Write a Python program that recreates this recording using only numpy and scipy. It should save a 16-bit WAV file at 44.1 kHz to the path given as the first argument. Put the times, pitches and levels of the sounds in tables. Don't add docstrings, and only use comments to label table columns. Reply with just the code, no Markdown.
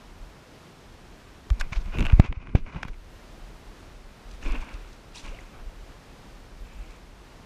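import sys
import numpy as np
from scipy import signal
from scipy.fft import rfft, irfft, next_fast_len
from scipy.io import wavfile
from scipy.ndimage import uniform_filter1d, map_coordinates

SR = 44100
rng = np.random.default_rng(int(sys.argv[2]) if len(sys.argv) > 2 else 0)


def to_wav(s):
    ch = np.atleast_2d(s).T
    pcm = np.round(np.clip(ch, -1, 1) * 32767)
    wavfile.write(sys.argv[1], SR, pcm.astype(np.int16))


def how_loud(loudness_db):
    steps = np.asarray(loudness_db, float) / 20
    return 10 ** steps


N = 328942


def unit(x):
    return x / np.sqrt(np.mean(x ** 2) + 1e-20)


def curves(rows):
    seconds, *columns = np.transpose(rows)
    t = np.arange(N) / SR
    return np.array([np.interp(t, seconds, column, -120, -120) for column in columns])


def wobble(rate):
    knots = rng.standard_normal(int(N * rate / SR) + 4)
    return map_coordinates(knots, [np.arange(N) * rate / SR])


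def swells(rows, rise, fall):
    t = np.arange(N) / SR
    power = 1e-12
    for s, hold, *db in rows:
        shape_db = -rise * np.maximum(s - t, 0) - fall * np.maximum(t - s - hold, 0)
        power = power + how_loud(2 * np.array(db))[:, None] * how_loud(2 * shape_db)
    return 10 * np.log10(power)


def filtered(x, response):
    m = next_fast_len(len(x) + 8192)
    spectrum = rfft(x, m) * response(np.fft.rfftfreq(m, 1 / SR))
    return irfft(spectrum, m)[:len(x)]


def noise(spectrum):
    f, db = np.transpose(spectrum)
    white = rng.standard_normal(N)
    return unit(filtered(white, lambda hz: how_loud(np.interp(np.log(hz + 1), np.log(f), db))))


def band(x, lo_hz, hi_hz):
    sos = signal.butter(3, [lo_hz, min(hi_hz, SR / 2.1)], "band", fs=SR, output="sos")
    return signal.sosfilt(sos, x)


def grit(per_second, spread_db):
    chance, size = rng.random((2, N))
    hits = (chance < per_second / SR) * how_loud(-abs(spread_db) * np.log(size + 1e-3))
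    return rng.standard_normal(N) * (1 + 3 * hits)


def add(out, s, x):
    part = out[round(s * SR):][:len(x)]
    part += x[:len(part)]


# centre in Hz, width in Hz, level in dB per wall.
SHELL_MODES = [(296, 190, -6), (610, 560, -2), (1050, 370, -4.5), (1550, 660, -2.5), (2267, 480, -2),
               (2515, 540, -0.5), (3470, 1130, -1.5), (4520, 1550, -8), (6000, 2600, -8),
               (8560, 6500, -23.5)]


def shell(x):
    def one_wall(f):
        return sum(how_loud(db) * 1j * f * w / (c * c - f * f + 1j * f * w) for c, w, db in SHELL_MODES)
    return filtered(x, lambda f: one_wall(f) ** 2)


def three(x, top_hz):
    y = shell(x)
    return np.array([unit(band(y, 494, 1554)), unit(band(y, 1800, 3000)), unit(band(y, 2880, top_hz))])


# centre in seconds, signed push, width in ms, mount resonance in Hz.
LOOSE_JOLTS = [(1.5139, -0.37, 3.1, 45), (1.6057, 0.133, 6.7, 19), (1.7249, 0.077, 1.3, 15),
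               (1.816, 0.149, 9, 40), (1.859, -0.062, 3.3, 34), (1.8928, -0.079, 7.9, 26),
               (1.9863, -0.092, 0.8, 80), (2.0065, 0.201, 3, 28), (2.0603, -0.16, 9, 18),
               (2.1343, 0.824, 2, 31), (4.43, -0.025, 5, 25), (4.4631, 0.14, 5.7, 19),
               (4.5077, -0.56, 8.5, 46), (4.7476, -0.042, 2.9, 33), (5.2431, 0.026, 3.9, 15),
               (5.2858, 0.043, 4.6, 33), (5.3229, 0.059, 9, 37), (5.571, 0.077, 8.8, 45),
               (5.667, -0.042, 5.2, 32), (6.6285, 0.032, 6.7, 36)]
# centre in seconds, signed push, width in ms, mount resonance in Hz.
TIGHT_JOLTS = [(1.7742, -0.7, 5.7, 37), (1.9804, 0.11, 2.4, 19), (2.156, .12, 5, 14),
               (2.1874, -0.078, 2.17, 17), (2.1986, -2.32, 0.71, 17), (2.2004, -0.602, 0.7, 17),
               (2.2961, -0.2, 3.9, 18), (2.3743, 0.1, 2.4, 18), (2.5528, 0.6, 1.6, 13),
               (2.6251, 0.14, 9, 16), (2.9056, 0.75, 8.7, 70), (4.5826, -0.45, 9, 34),
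               (4.62, -0.055, 5, 18)]
# centre in seconds, signed push, width in ms.
POKES = [(1.511, -.06, 1.8), (1.996, -0.08, 1.2), (2.0265, -0.07, 0.8), (2.0573, 0.055, 1.1),
         (2.1962, -.1, 1.2), (2.5517, .45, .5), (2.5531, .1, .25), (2.75, -0.06, 1.2), (2.762, -0.06, 1.3),
         (2.854, 0.055, 1.1)]
LOOSE_DAMPING, TIGHT_DAMPING, POKE_HZ = 0.29, 0.94, 22


def jolts():
    out = np.zeros(N)
    t = np.arange(-1024, 7168) / SR
    tight = TIGHT_JOLTS + [(*row, POKE_HZ) for row in POKES]
    for rows, damping in (LOOSE_JOLTS, LOOSE_DAMPING), (tight, TIGHT_DAMPING):
        for s, push, ms, hz in rows:
            leak = lambda f: -f * f / (hz * hz - f * f + 2j * damping * hz * f)
            bump = push * np.exp(-.5 * (1000 * t / ms) ** 2)
            add(out, s - 1024 / SR, filtered(bump, leak))
    return out


# start in seconds, peak in dB, treble in dB, ring in Hz, ring t60 in ms.
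TICKS = [(1.5023, -28.5, -3, 1180, 18), (1.6109, -22.5, -8, 1590, 29), (1.7306, -25, -17, 2170, 18),
         (1.7606, -33, -17, 2340, 17), (1.8582, -41, -7, 1120, 17), (2.0994, -24, -27, 2330, 15),
         (2.1224, -29, -16, 1030, 14), (2.1993, -16, -11, 1380, 5.8), (2.2513, -34, -23, 2220, 17),
         (2.3261, -27, -25, 2100, 7.4), (2.4713, -36.5, -23, 1162, 8.4), (2.4917, -42.5, -27, 1420, 12),
         (2.552, -27.5, -24.5, 750, 25), (2.6638, -39, -36, 2170, 14), (2.7467, -39, -33, 1150, 14),
         (2.7599, -37.5, -29, 890, 45), (2.831, -20.5, -29, 1490, 10), (2.85, -35.5, -18, 1050, 28),
         (2.8833, -37, -22, 1550, 17), (2.9322, -48.5, -19, 2370, 17), (2.9417, -46, -18, 2200, 14)]
# start in seconds, peak in dB.
JUDDER = [(1.951, -40), (1.973, -33), (1.986, -22.5), (1.9938, -28), (2.0066, -20.5), (2.012, -38),
          (2.0258, -26.5), (2.042, -37), (2.0518, -24), (2.0577, -25), (2.066, -22.5)]
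JUDDER_TREBLE_DB, JUDDER_HZ, JUDDER_T60_MS = -13.5, 2695, 14
TICK_LOW_DB = -8.5
TICK_DULL = 0.26


def ticks():
    out = np.zeros(N)
    t = np.arange(2048) / SR
    judder = [(*row, JUDDER_TREBLE_DB, JUDDER_HZ, JUDDER_T60_MS) for row in JUDDER]
    for s, db, high_db, hz, t60 in TICKS + judder:
        chatter = rng.standard_normal(len(t)) * how_loud(-60000 * t / t60)
        chatter[2] -= 3
        parts = three(chatter, top_hz=13700) * how_loud(-np.outer([0, 0, 3000], t))
        parts /= np.abs(parts).max(axis=1, keepdims=True)
        ring = np.sin(2 * np.pi * hz * t) * how_loud(-60000 * t / (0.73 * t60)) * np.tanh(t / 0.00063)
        part_db = np.array([TICK_LOW_DB - TICK_DULL * high_db, -2, high_db + 4])
        add(out, s, how_loud(db + part_db) @ parts - how_loud(db + 2.5) * ring)
    return out


# start in seconds, hold in seconds, skin in dB, pressure in dB.
STROKES = [(1.63, 0.0046, -54.5, -43), (1.79, 0.078, -63.5, -59), (1.945, .03, -50.5, -41),
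           (1.99, 0.12, -48, -38), (2.21, .04, -50.5, -44), (2.29, 0.012, -61, -43),
           (2.36, 0.14, -59.5, -50.5), (2.54, 0.022, -62, -38.5), (2.68, 0.055, -56, -44.5),
           (2.74, 0.025, -53, -44.5), (2.79, 0.075, -56, -47)]
STROKE_RISE, STROKE_FALL = 190, 240
# time in seconds, share of the upper of the two main resonances from 0 to 1.
GRIP = [(0, 0.1), (1.9, 0.1), (1.95, .9), (2.08, 0.8), (2.11, 0.04), (2.66, 0.2), (2.78, 0.25), (7.46, .6)]


def strokes():
    low, mid, high = three(grit(1500, spread_db=1.2), top_hz=6200)
    upper = np.clip(curves(GRIP)[0], 0, 1)
    upper_panel = np.sqrt(upper) * unit(band(mid, 2480, 3000))
    lower_panel = np.sqrt(1 - upper) * unit(band(mid, 1900, 2650))
    friction = unit(upper_panel + lower_panel) + 1.4 * low + 0.27 * high
    knead = noise([(60, 5.5), (150, 2.0), (300, -3.0), (450, -10.5), (1200, -58)])
    skin_db, press_db = swells(STROKES, STROKE_RISE, STROKE_FALL)
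    return how_loud(skin_db + 1.5 * wobble(60)) * friction + how_loud(press_db + 6.6 * wobble(40)) * knead


# peak time in seconds, body in dB, bright part in dB, rise in ms, fall in ms.
SCRAPES = [(1.609, -41, -43, 10.5, 2.1), (1.729, -37.5, -44.5, 7.2, 11), (1.763, -44, -48, 13.6, 17),
           (2.251, -42, -53, 18, 23), (2.554, -33.5, -47, 1.7, 8.5), (2.57, -49.5, -58.5, 10, 28),
           (2.884, -50, -55, 8, 12), (1.607, -62, -54, 6, 7.8), (1.811, -68, -56, 12, 12),
           (2.83, -57, -40.5, 1.2, 4.6), (2.61, -69, -70, 1, 2), (3.045, -70, -58, 1, 2),
           (4.468, -60, -54, 2, 6.5), (4.733, -59, -60, 1, 0.67), (4.741, -60, -52, 2, 4.2),
           (4.795, -56, -60, 2, 3), (4.931, -69, -53.5, 2, 3.7)]


def scrapes():
    low, mid, high = three(grit(3100, spread_db=0.5), top_hz=6460)
    air = unit(band(shell(grit(4400, spread_db=6.0)), 3700, 11500))
    t = np.arange(N) / SR
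    out = np.zeros(N)
    for s, db, bright_db, rise, fall in SCRAPES:
        stroke = np.exp(-(1000 * np.where(t < s, (s - t) / rise, (t - s) / fall)) ** 2)
        body = how_loud(db) * (mid + 0.8 * low)
        bright = how_loud(bright_db) * (high + 2.6 / fall * air)
        out += stroke * (body + bright)
    return out


# start in seconds, hold in seconds, churn in dB, slosh in dB, spray in dB.
BEATS = [(4.29, .05, -65, -68, -63), (4.428, .03, -50.5, -53, -53.5), (4.455, 0.021, -43.5, -44, -57),
         (4.5, 0.024, -45.5, -52, -58), (4.535, 0.014, -41.5, -42.5, -58), (4.61, 0.018, -49, -50, -60),
         (4.67, 0.083, -52, -51.5, -67), (4.82, 0.13, -62, -74, -67), (5.155, 0.047, -55.5, -58, -49.5),
         (5.245, 0.046, -48.5, -51.5, -56.5), (5.34, 0.081, -58, -61, -62.5),
         (5.52, 0.073, -60, -56.5, -76), (6.66, 0.29, -61, -63.5, -69)]
BEAT_RISE, BEAT_FALL = 860, 190
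SWIRL_DB, SWIRL_GROWS, SLOSH_FULL_DB = -36.5, 1.7, -41.5


def thrash():
    low, mid, _ = three(grit(1500, spread_db=1.5) * how_loud(.8 * wobble(90)), top_hz=10000)
    high = three(grit(600, spread_db=5.0), top_hz=10100)[2]
    deep = unit(band(shell(rng.standard_normal(N)), 99, 342))
    slosh = how_loud(1.4 * wobble(60)) * low
    spray = how_loud(3.3 * wobble(70)) * high
    swirl = how_loud(2.1 * wobble(25)) * deep
    churn_db, slosh_db, spray_db = swells(BEATS, BEAT_RISE, BEAT_FALL)
    swirl_db = SWIRL_DB + SWIRL_GROWS * (slosh_db - SLOSH_FULL_DB)
    return how_loud(churn_db) * mid + how_loud(slosh_db) * slosh + how_loud(spray_db) * spray + how_loud(swirl_db) * swirl


# start in seconds, level in dB, start pitch in Hz, end pitch in Hz, life in ms.
BUBBLES = [
    (4.453, -40, 264, 296, 15),
    (4.49, -46, 1020, 1090, 9.1),
    (4.534, -35, 240, 298, 15),
    (4.545, -45, 1010, 1030, 9.1),
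    (4.624, -42, 870, 980, 5.5),
    (5.15, -51.5, 955, 1010, 17),
    (5.234, -50.5, 168, 226, 35),
    (5.305, -47.5, 309, 904, 38),
]
# start in seconds, level in dB, pitch in Hz.
DROPS = [(4.427, -41, 1570), (4.428, -42, 2800), (4.434, -49, 6000), (4.508, -51, 4400), (4.616, -59, 6300),
         (4.687, -44, 2200), (4.846, -50, 1320), (5.093, -61, 5700), (5.147, -48, 2920),
         (5.156, -43.5, 5450), (5.166, -56, 2800), (5.173, -39.5, 3780), (5.181, -46, 4260),
         (5.195, -51, 6000), (5.21, -60, 5800), (6.665, -61, 7100), (6.733, -58, 7200), (6.79, -61, 7000),
         (6.838, -61, 7200), (6.95, -56, 2450), (6.96, -61, 7200), (5.282, -46, 2630), (5.29, -53, 5900),
         (5.345, -46, 2870), (5.387, -41, 2170), (5.405, -58, 6100), (5.463, -59, 6160)]
DROP_RISE, DROP_MS = 1.02, 4


def bubbles():
    out = np.zeros(N)
    t = np.arange(1, 8192) / SR
    drops = [(s, db, hz, DROP_RISE * hz, DROP_MS) for s, db, hz in DROPS]
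    for s, db, hz, end_hz, ms in BUBBLES + drops:
        age = 1000 * t / ms
        shake = 1 + .07 * wobble(700)[:len(t)]
        pitch = shake * (hz + (end_hz - hz) * np.tanh(age / 1.73))
        swell = np.e * age * np.exp(-age ** 2)
        add(out, s, how_loud(db) * swell * np.sin(2 * np.pi * np.cumsum(pitch) / SR))
    return out


# time in seconds, level in dB.
SWAY = [(0, -51), (.2, -42.5), (.5, -60), (1.0, -50.5), (1.45, -54), (1.65, -41), (2.3, -46), (2.95, -46.5),
        (3.3, -46.5), (3.75, -44), (3.98, -45.5), (4.2, -49), (4.55, -37), (4.95, -50), (5.7, -44),
        (6.1, -52), (6.7, -42.5), (7.46, -53.5)]
# frequency in Hz, density in dB per Hz.
STRAP_COLOUR = [(10, -19), (22, 4.5), (40, 10.5), (65, -3.5), (100, -12), (200, -50.5)]


def sway():
    lumps = unit(how_loud(2.5 * wobble(14)) * noise(STRAP_COLOUR))
    return how_loud(curves(SWAY)[0] + wobble(4)) * lumps


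# frequency in Hz, density in dB per Hz.
HISS_COLOUR = [(35, -30), (60, -1.5), (80, -2.5), (160, -4), (1280, -15), (5470, -26), (12500, -39),
               (15500, -40.5)]
HISS_DB = -50.5
# start in seconds, change in dB.
DUCK_STEPS = [
    (2.2, -9),
    (2.285, -10),
]
DUCK_ATTACK_S, RECOVER_S, RECOVER_DB_PER_S = .012, 2.305, 22.5


def hiss():
    t = np.arange(N) / SR
    down_db = sum(db * np.tanh(np.maximum(t - s, 0) / DUCK_ATTACK_S) for s, db in DUCK_STEPS)
    duck_db = np.minimum(down_db + RECOVER_DB_PER_S * np.maximum(t - RECOVER_S, 0), 0)
    return how_loud(HISS_DB + duck_db + 0.6 * wobble(7)) * noise(HISS_COLOUR)


def scene():
    handling = jolts() + ticks() + strokes() + scrapes()
    fish = thrash() + bubbles()
    return (handling + fish + sway() + hiss())[None]


# frequency in Hz, level in dB.
FAINT = [(8000, -125), (10500, -106), (12500, -105), (14000, -103), (14900, -101), (15200, -76)]


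def thinned(x):
    hz, _, z = signal.stft(x, SR, nperseg=2048)
    limit = how_loud(np.interp(hz, *np.transpose(FAINT), left=-200))[:, None]
    level = np.sqrt(np.abs(uniform_filter1d(np.abs(z) ** 2, size=24, axis=1)))
    lost = (level < limit) | (np.abs(z) < .7 * limit)
    return x - signal.istft(z * lost, SR, nperseg=2048)[1][:, :N]


def roll_off(x):
    return signal.sosfilt(signal.butter(12, 15780, fs=SR, output="sos"), x)


def record(dry):
    clipped = np.clip(dry, -1, 1)
    mix = np.clip(thinned(clipped), -1, 1)
    return roll_off(mix)


dry = scene()
out = record(dry)
to_wav(out)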